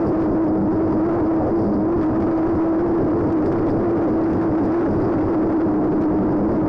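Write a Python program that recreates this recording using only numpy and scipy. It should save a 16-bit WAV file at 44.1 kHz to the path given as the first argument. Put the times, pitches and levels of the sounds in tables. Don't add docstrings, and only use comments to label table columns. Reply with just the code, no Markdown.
import sys
import numpy as np
from scipy import signal
from scipy.fft import rfft, irfft, next_fast_len
from scipy.io import wavfile

SR = 44100
rng = np.random.default_rng(int(sys.argv[2]) if len(sys.argv) > 2 else 0)


def store_wav(level_fs):
    pcm = np.round(np.clip(np.atleast_2d(level_fs), -1, 1) * 32767)
    wavfile.write(sys.argv[1], SR, pcm.T.astype(np.int16))


N = 294588


def from_db(db):
    return 10 ** (np.asarray(db) / 20)


def rms_one(x):
    return x / np.sqrt(np.mean(x ** 2) + 1e-20)


def in_time(rows):
    s, value = np.transpose(rows)
    return np.interp(np.arange(N) / SR, s, value)


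def drift(rate):
    step, warm_up = 40, 2000
    r = np.exp(-2 * np.pi * step * rate / SR)
    white = rng.standard_normal(N // step + warm_up + 2)
    slow = signal.lfilter([1], [1, -2 * r, r * r], white)[warm_up:]
    return np.interp(np.arange(N) / step, np.arange(len(slow)), rms_one(slow))


def colour(x, points):
    size = 2 * next_fast_len(N // 2 + SR // 2)
    hz, db = np.transpose(points)
    grid_hz = np.maximum(np.arange(size // 2 + 1) * SR / size, 1)
    gain = from_db(np.interp(np.log(grid_hz), np.log(hz), db))
    cepstrum = irfft(np.log(gain))
    response = np.exp(rfft(2 * cepstrum[:size // 2], size) - cepstrum[0])
    return irfft(rfft(x, size) * response)[:N]


def noise(points):
    return rms_one(colour(rng.standard_normal(N), points))


def swells(times, lengths, heights):
    t = np.arange(0, N, 40) / SR
    bells = np.exp(-np.pi * ((t[:, None] - times) / lengths) ** 2)
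    return np.interp(np.arange(N) / SR, t, bells @ heights)


def burst(s, db, decay_s):
    out, t = np.zeros(N + SR), np.arange(SR // 10) / SR
    start = round(s * SR)
    out[start:start + len(t)] = from_db(db) * np.exp(-t / decay_s)
    return out[:N]


def ring(x, hz, width_hz):
    r = np.exp(-np.pi * width_hz / SR)
    feedback = [1, -2 * r * np.cos(2 * np.pi * hz / SR), r * r]
    return np.sqrt((1 - r * r) / 2) * signal.lfilter([1, 0, -1], feedback, x)


def wandering(hz, spread, rate):
    pitch_hz = hz * (1 + spread * drift(rate))
    return np.sqrt(2) * np.sin(2 * np.pi * np.cumsum(pitch_hz) / SR)


def waves():
    # crest t/s, length/s, relative pounding/dB, relative boom/dB
    crests = [(0.081, 0.05, 6.5, -1.5), (0.235, 0.05, -5, -17.5), (0.331, 0.054, 1, 0),
              (0.517, 0.057, -7.5, -10), (0.62, 0.078, -2.5, 2.5), (0.742, .04, -3.5, -8),
              (0.852, 0.052, -4, -8.5), (0.934, 0.084, 2, -1.5), (1.24, 0.049, -3, -21.5),
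              (1.436, .12, -1, -7.5), (1.609, .045, 3.5, -11), (1.684, 0.059, -0.5, 4),
              (1.789, 0.094, -11.5, -2.5), (1.992, 0.043, 5, -12.5), (2.125, 0.042, -2.5, -15.5),
              (2.239, 0.071, 3, -3), (2.572, .05, 1.5, -20.5), (2.901, 0.036, 1, -16),
              (3.021, 0.069, 2, -11), (3.162, .06, 0.5, -19), (3.247, 0.077, 3.5, -14.5),
              (3.483, 0.057, 9, -13), (3.596, 0.046, -2, -6.5), (3.708, 0.061, 8.5, -5.5),
              (3.784, 0.058, 2.5, -5), (3.899, 0.044, -8, -14.5), (3.99, 0.034, -3, -18.5),
              (4.119, 0.065, -3, -5.5), (4.345, 0.084, 0.5, -16), (4.512, .04, -7, -14),
              (4.643, .045, 5, -8.5), (4.914, .052, -1.5, -4), (4.969, .05, 1.5, -7.5),
              (5.051, 0.075, 2, -10.5), (5.174, .045, -2, -10.5), (5.274, 0.094, -4, -7),
              (5.455, 0.035, -1.5, -11), (5.673, .045, -1.5, -6), (5.771, .08, -14, -6),
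              (5.865, .04, 0, -6), (5.94, .035, -3, -4), (6.018, .05, -1, -4), (6.135, .05, -2, 0),
              (6.222, 0.076, -8, -1), (6.318, .045, 1.5, -5), (6.424, .07, -3, 2.5), (6.522, .07, 3.5, -5),
              (6.645, 0.04, -5.5, -4)]
    s, length, pounding_db, boom_db = np.transpose(crests)
    heights = np.ones(len(s)), from_db(pounding_db), from_db(boom_db)
    return [swells(s, length, height) for height in heights]


def knocks(level_db=40.0, contact_s=0.0043, bounce_s=0.0099, bounce_db=-6.5, main_hz=4900, detune=0.06):
    # t/s, relative peak/dB, upper ring f/Hz, upper ring against main ring/dB
    hits = [(0.073, -52.5, 9080, 5.5), (0.083, -50.5, 9170, 2.5), (0.482, -51, 9270, -1),
            (0.974, -54.5, 9040, 5.5), (1.557, -55, 8730, -7), (1.578, -54.5, 9070, -3),
            (1.594, -47, 10530, -1.5), (1.617, -51.5, 10620, -3.5), (1.641, -47, 10860, -4),
            (1.742, -46.5, 9050, -7.5), (3.012, -53.5, 10400, 3.5), (3.77, -57, 10470, 9.5),
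            (4.235, -47, 9010, -6), (4.72, -50.5, 9010, -6.5), (4.91, -46, 9200, -13.5),
            (4.93, -47, 10570, -4), (4.972, -48.5, 10340, -3), (5.015, -45, 10200, -1)]
    out = 0
    hush = 1e-18 * rng.standard_normal(N)
    for (s, db, upper_hz, upper_db), (late, off) in zip(hits, rng.uniform(-1, 1, (len(hits), 2))):
        strike = burst(s, level_db + db, contact_s)
        bounce = burst(s + bounce_s * (1 + .5 * late), level_db + db + bounce_db, contact_s)
        contact = (strike + bounce) * rng.standard_normal(N) + hush
        main_ring = ring(contact, main_hz * (1 + detune * off), width_hz=430)
        upper_ring = from_db(upper_db) * ring(contact, upper_hz, width_hz=600)
        out = out + main_ring + upper_ring
    return out


def buzz(angle, pounding, per_turn_db=3.0, per_firing_db=9.0, jolt_db=5.5):
    # t/s, relative level/dB
    loudness = [(0, -24.5), (0.6, -27.5), (1.1, -24.5), (1.4, -28), (1.7, -21.5), (1.9, -28.5), (2.6, -26),
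                (3.3, -27.5), (4.6, -25.5), (4.95, -24.5), (5.9, -28), (6.68, -26.5)]
    # f/Hz, relative level/dB
    spectrum = [(2000, -35.5), (3900, -14.5), (4900, 3), (6200, -12), (7800, -10.5), (9000, -2),
                (12000, -12.5)]
    shake_db = per_turn_db * np.cos(angle) + per_firing_db * np.cos(3 * angle)
    return from_db(in_time(loudness) + shake_db + jolt_db * pounding) * noise(spectrum)


def slaps(level_db=36.5, snap_db=31.5, droplets_db=4.0, fine_drops_db=5.5):
    # t/s, relative peak/dB, decay/s, brightness/dB
    hits = [(0.198, -46, .014, -1), (0.211, -42, .026, 0), (0.438, -47.5, 0.0088, 1),
            (0.903, -54, .016, 2.5), (2.0, -48, 0.009, -1), (2.012, -41, .024, 1), (2.06, -48, 0.0067, -1),
            (2.205, -47.5, 0.015, -1.5), (2.221, -38.5, .011, -0.5), (2.312, -47, .014, -0.5),
            (2.375, -44.5, .012, -2), (3.042, -43.5, .012, -0.5), (3.19, -49, .03, 0.5),
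            (3.322, -42.5, 0.0083, 5.5), (3.442, -43.5, .012, 0), (3.459, -37.5, .014, 1.5),
            (3.517, -41, 0.0062, -1), (3.525, -37, 0.0053, 2), (3.668, -44, 0.021, -6),
            (3.675, -38, 0.0023, -4), (3.685, -33, 0.0028, -6.5), (3.695, -36, 0.0022, -6),
            (3.895, -48, .015, 0.5), (4.245, -47, .015, 0), (4.308, -45.5, .016, 1), (4.332, -39, .009, 1),
            (4.411, -46.5, 0.02, 2.5), (4.634, -43, .008, -1.5), (4.644, -39.5, .007, -1),
            (4.653, -40.5, .012, 0.5), (4.86, -47, .01, -2.5), (4.915, -46.5, .025, 0),
            (6.013, -39.5, .02, -2)]
    # f/Hz, relative level/dB
    body_spectrum = [(300, -7), (1500, 9), (3000, 5), (4800, -0.5), (7500, -8.5), (16000, -25)]
    # f/Hz, relative level/dB
    snap_spectrum = [(2000, -18.5), (4800, 2), (7500, 5), (11000, 3), (16000, -8)]
    body_bursts = sum(burst(s, level_db + db, decay_s) for s, db, decay_s, _ in hits)
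    snap_bursts = sum(burst(s, snap_db + db + bright_db, decay_s) for s, db, decay_s, bright_db in hits)
    body = body_bursts * rms_one(from_db(droplets_db * drift(250))) * noise(body_spectrum)
    snap = snap_bursts * rms_one(from_db(fine_drops_db * drift(600))) * noise(snap_spectrum)
    return body + snap


def spray(level_db=44.5, patchy_db=1.93):
    # t/s, relative level/dB
    loudness = [(0, -52), (0.63, -57), (0.95, -54.5), (1.15, -52.5), (1.35, -54), (1.82, -58.5),
                (1.98, -55.5), (2.03, -52.5), (2.8, -53), (3.6, -53), (4.0, -52), (4.7, -52), (5.4, -51.5),
                (5.95, -54), (6.68, -53)]
    # f/Hz, relative level/dB
    spectrum = [(150, -10.5), (400, -2), (700, -5), (1300, -3), (2200, -10.5), (4500, -19.5), (12000, -26)]
    return from_db(level_db + in_time(loudness) + patchy_db * drift(34)) * noise(spectrum)


def hull(pounding, ripple_db=-9, lumpy_db=2.5, ceiling_db=9.0, thump_db=-7.5, thump_hz=104.12):
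    # f/Hz, relative level/dB
    drum_spectrum = [(20, -1.5), (40, -1), (70, -5.5), (110, 0), (160, -4), (250, -1), (325, 3.5),
                     (410, -1), (520, -7), (750, -13), (1200, -23), (2500, -36.5)]
    # t/s, level/dB
    slam_loudness = [(1.3, -40.5), (1.38, -6), (1.42, 1), (1.46, 3), (1.497, 0.5), (1.512, -49.5)]
    # f/Hz, relative level/dB
    slam_spectrum = [(60, -6), (150, -8.5), (380, -8), (460, -2), (520, 2.5), (580, -1), (650, -0.5),
                     (700, -6), (745, -1.5), (830, -17), (1600, -35)]
    strength = (from_db(ripple_db) + pounding) * from_db(lumpy_db * drift(26))
    drumming = np.minimum(strength, from_db(ceiling_db)) * noise(drum_spectrum)
    thumps = from_db(thump_db) * pounding * wandering(thump_hz, spread=0.1988, rate=35)
    slam = from_db(in_time(slam_loudness)) * noise(slam_spectrum)
    return drumming + thumps + slam


def cockpit(boom, boom_hz=201.3, level_db=-3.5, between_waves_db=-23, waver_db=2.5):
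    strength = from_db(between_waves_db) + from_db(level_db) * boom
    return strength * from_db(waver_db * drift(37)) * wandering(boom_hz, spread=0.031, rate=30.4)


def racing():
    # peak t/s, length/s, rise in firing rate/Hz
    lifts = [(0.035, 0.15, 17), (0.207, 0.03282, 18.7), (0.42, 0.051, 16.8), (0.597, 0.091, 11.54),
             (0.734, 0.065, 18.3), (0.834, 0.05, 22.4), (1.07, 0.051, 25.2), (1.166, 0.074, 26),
             (1.567, 0.076, 25.2), (1.65, 0.031, 33), (1.948, 0.159, 34), (2.256, 0.16, 24),
             (2.491, 0.1, 17), (2.662, 0.17, 11.85), (2.849, 0.11, 32), (2.958, 0.068, 25.9),
             (3.056, 0.088, 17), (3.185, 0.106, 37), (3.32, 0.071, 27.6), (3.47, 0.029, 13.7),
             (3.55, 0.14, 31.5), (3.763, 0.16, 16.4), (3.848, 0.058, 24.8), (3.926, 0.057, 34.2),
             (4.012, 0.053, 27.6), (4.159, 0.032, 14.74), (4.264, 0.14, 16.1), (4.439, 0.099, 19.9),
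             (4.581, 0.027, 17.95), (4.801, 0.103, 34), (4.952, 0.03073, 29.88), (5.069, 0.14, 29.8),
             (5.223, 0.03, 15), (5.312, 0.095, 19.8), (5.465, 0.04, 19.6), (5.54, 0.032, 18.2),
             (5.623, 0.041, 23.9), (6.033, 0.036, 24), (6.324, 0.032, 27.2), (6.462, 0.05, 13.4),
             (6.575, 0.05, 11.8)]
    return swells(*np.transpose(lifts))


def crank_angle(race_hz, drag, wave_drag_hz=2, shudder=11.0):
    # t/s, firing rate/Hz
    cruise = [(0.0, 315), (0.95, 314.5), (1.35, 326), (1.76, 307), (2.5, 317.5), (3.4, 309), (3.8, 317),
              (4.1, 311), (5.1, 316), (5.75, 309), (6.1, 305), (6.68, 312)]
    # lowest point t/s, length/s, drop in firing rate/Hz
    sags = [(0.28, 0.052, 7.4), (0.475, 0.052, 8.9), (0.675, 0.029, 12.6), (1.23, 0.039, 24.2),
            (1.42, .06, 16.5), (1.71, .05, 8.4), (2.044, 0.043, 18), (3.11, .03, 23.3),
            (3.268, 0.037, 32.8), (3.428, .05, 9.74), (4.512, .03, 22.5), (4.62, 0.029, 11.7),
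            (4.89, .045, 40), (5.025, 0.032, 20.1), (5.19, 0.033, 26.7), (5.37, 0.036, 14),
            (5.6, .03, 10.6), (6.369, .03, 13.4)]
    # t/s, speed wobble/fraction
    slipping = [(0, 0.00699), (2.6, 0.007), (3.0, .015), (5.3, .015), (5.7, .009), (6.68, .009)]
    firing_hz = in_time(cruise) + race_hz - swells(*np.transpose(sags)) - wave_drag_hz * drag
    crank_hz = firing_hz / 3
    flutter = in_time(slipping)
    turns = np.cumsum(crank_hz * (1 + flutter * drift(45))) / SR
    return 2 * np.pi * turns + shudder * flutter * drift(55)


def engine(angle, firing_waver_db=1.0, uneven_db=2.5, jitter_rad=0.055):
    # order/cycles per crankshaft turn, level/dB
    tones = [(1, -26.5), (3, -3.0), (4, -30), (5, -19), (6, -14.5), (7, -19), (9, -19.5), (10, -22),
             (12, -23.5)]
    # t/s, boost/dB
    snarl = [(0, 2), (0.95, 1), (1.15, 4), (1.7, -1), (2.0, 1), (2.7, 2), (3.2, 0), (6.68, -0.5)]
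    out, snarl_db = 0, in_time(snarl)
    for order, db in tones:
        is_firing = order == 3
        boost_db = snarl_db if order in (6, 9, 12) else 0
        blur = 0 if is_firing else jitter_rad * order * drift(27)
        waver_db = (firing_waver_db if is_firing else uneven_db) * drift(40)
        out = out + from_db(db + boost_db + waver_db) * np.sin(order * angle + blur)
    return np.sqrt(2) * out


def scene(engine_db_per_hz=-0.032, spray_db_per_hz=0.0408):
    drag, pounding, boom = waves()
    race_hz = racing()
    angle = crank_angle(race_hz, drag)
    drone = from_db(engine_db_per_hz * race_hz) * engine(angle)
    rush = from_db(spray_db_per_hz * race_hz) * spray()
    return (drone + cockpit(boom) + buzz(angle, pounding) + hull(pounding) + rush + slaps() + knocks())[None]


def record(dry, react_s=0.0028, squeeze=0.64, drive_db=6.0, bias=0.17, out_db=-17.5,
           split_hz=800, treble_in_db=-5.0, leak_db=-8.5, cutoff_hz=12400):
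    # f/Hz, gain/dB
    case = [(8, -2.5), (30, -6.5), (80, -1), (320, 1.96), (750, -2), (1300, -8.5), (2000, -16), (3000, -26),
            (4000, -28), (4800, -23), (6200, -29), (7800, -37.5), (9500, -38.5), (12000, -47)]
    bass = signal.sosfiltfilt(signal.butter(2, split_hz, fs=SR, output="sos"), dry[0])
    treble = dry[0] - bass
    din = bass + from_db(treble_in_db) * treble
    memory = np.exp(-1 / (react_s * SR))
    power, _ = signal.lfilter([1 - memory], [1, -memory], din ** 2, zi=[np.mean(din ** 2)])
    levelled = din / np.sqrt(power) ** squeeze
    squashed = np.tanh(from_db(drive_db) * (levelled - bias))
    picked_up = squashed - squashed.mean() + from_db(leak_db) * treble
    muffled = from_db(out_db) * colour(picked_up, case)
    top_cut = signal.ellip(10, .1, 80, cutoff_hz, fs=SR, output="sos")
    return signal.sosfilt(top_cut, muffled)[None]


dry = scene()
out = record(dry)
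store_wav(out)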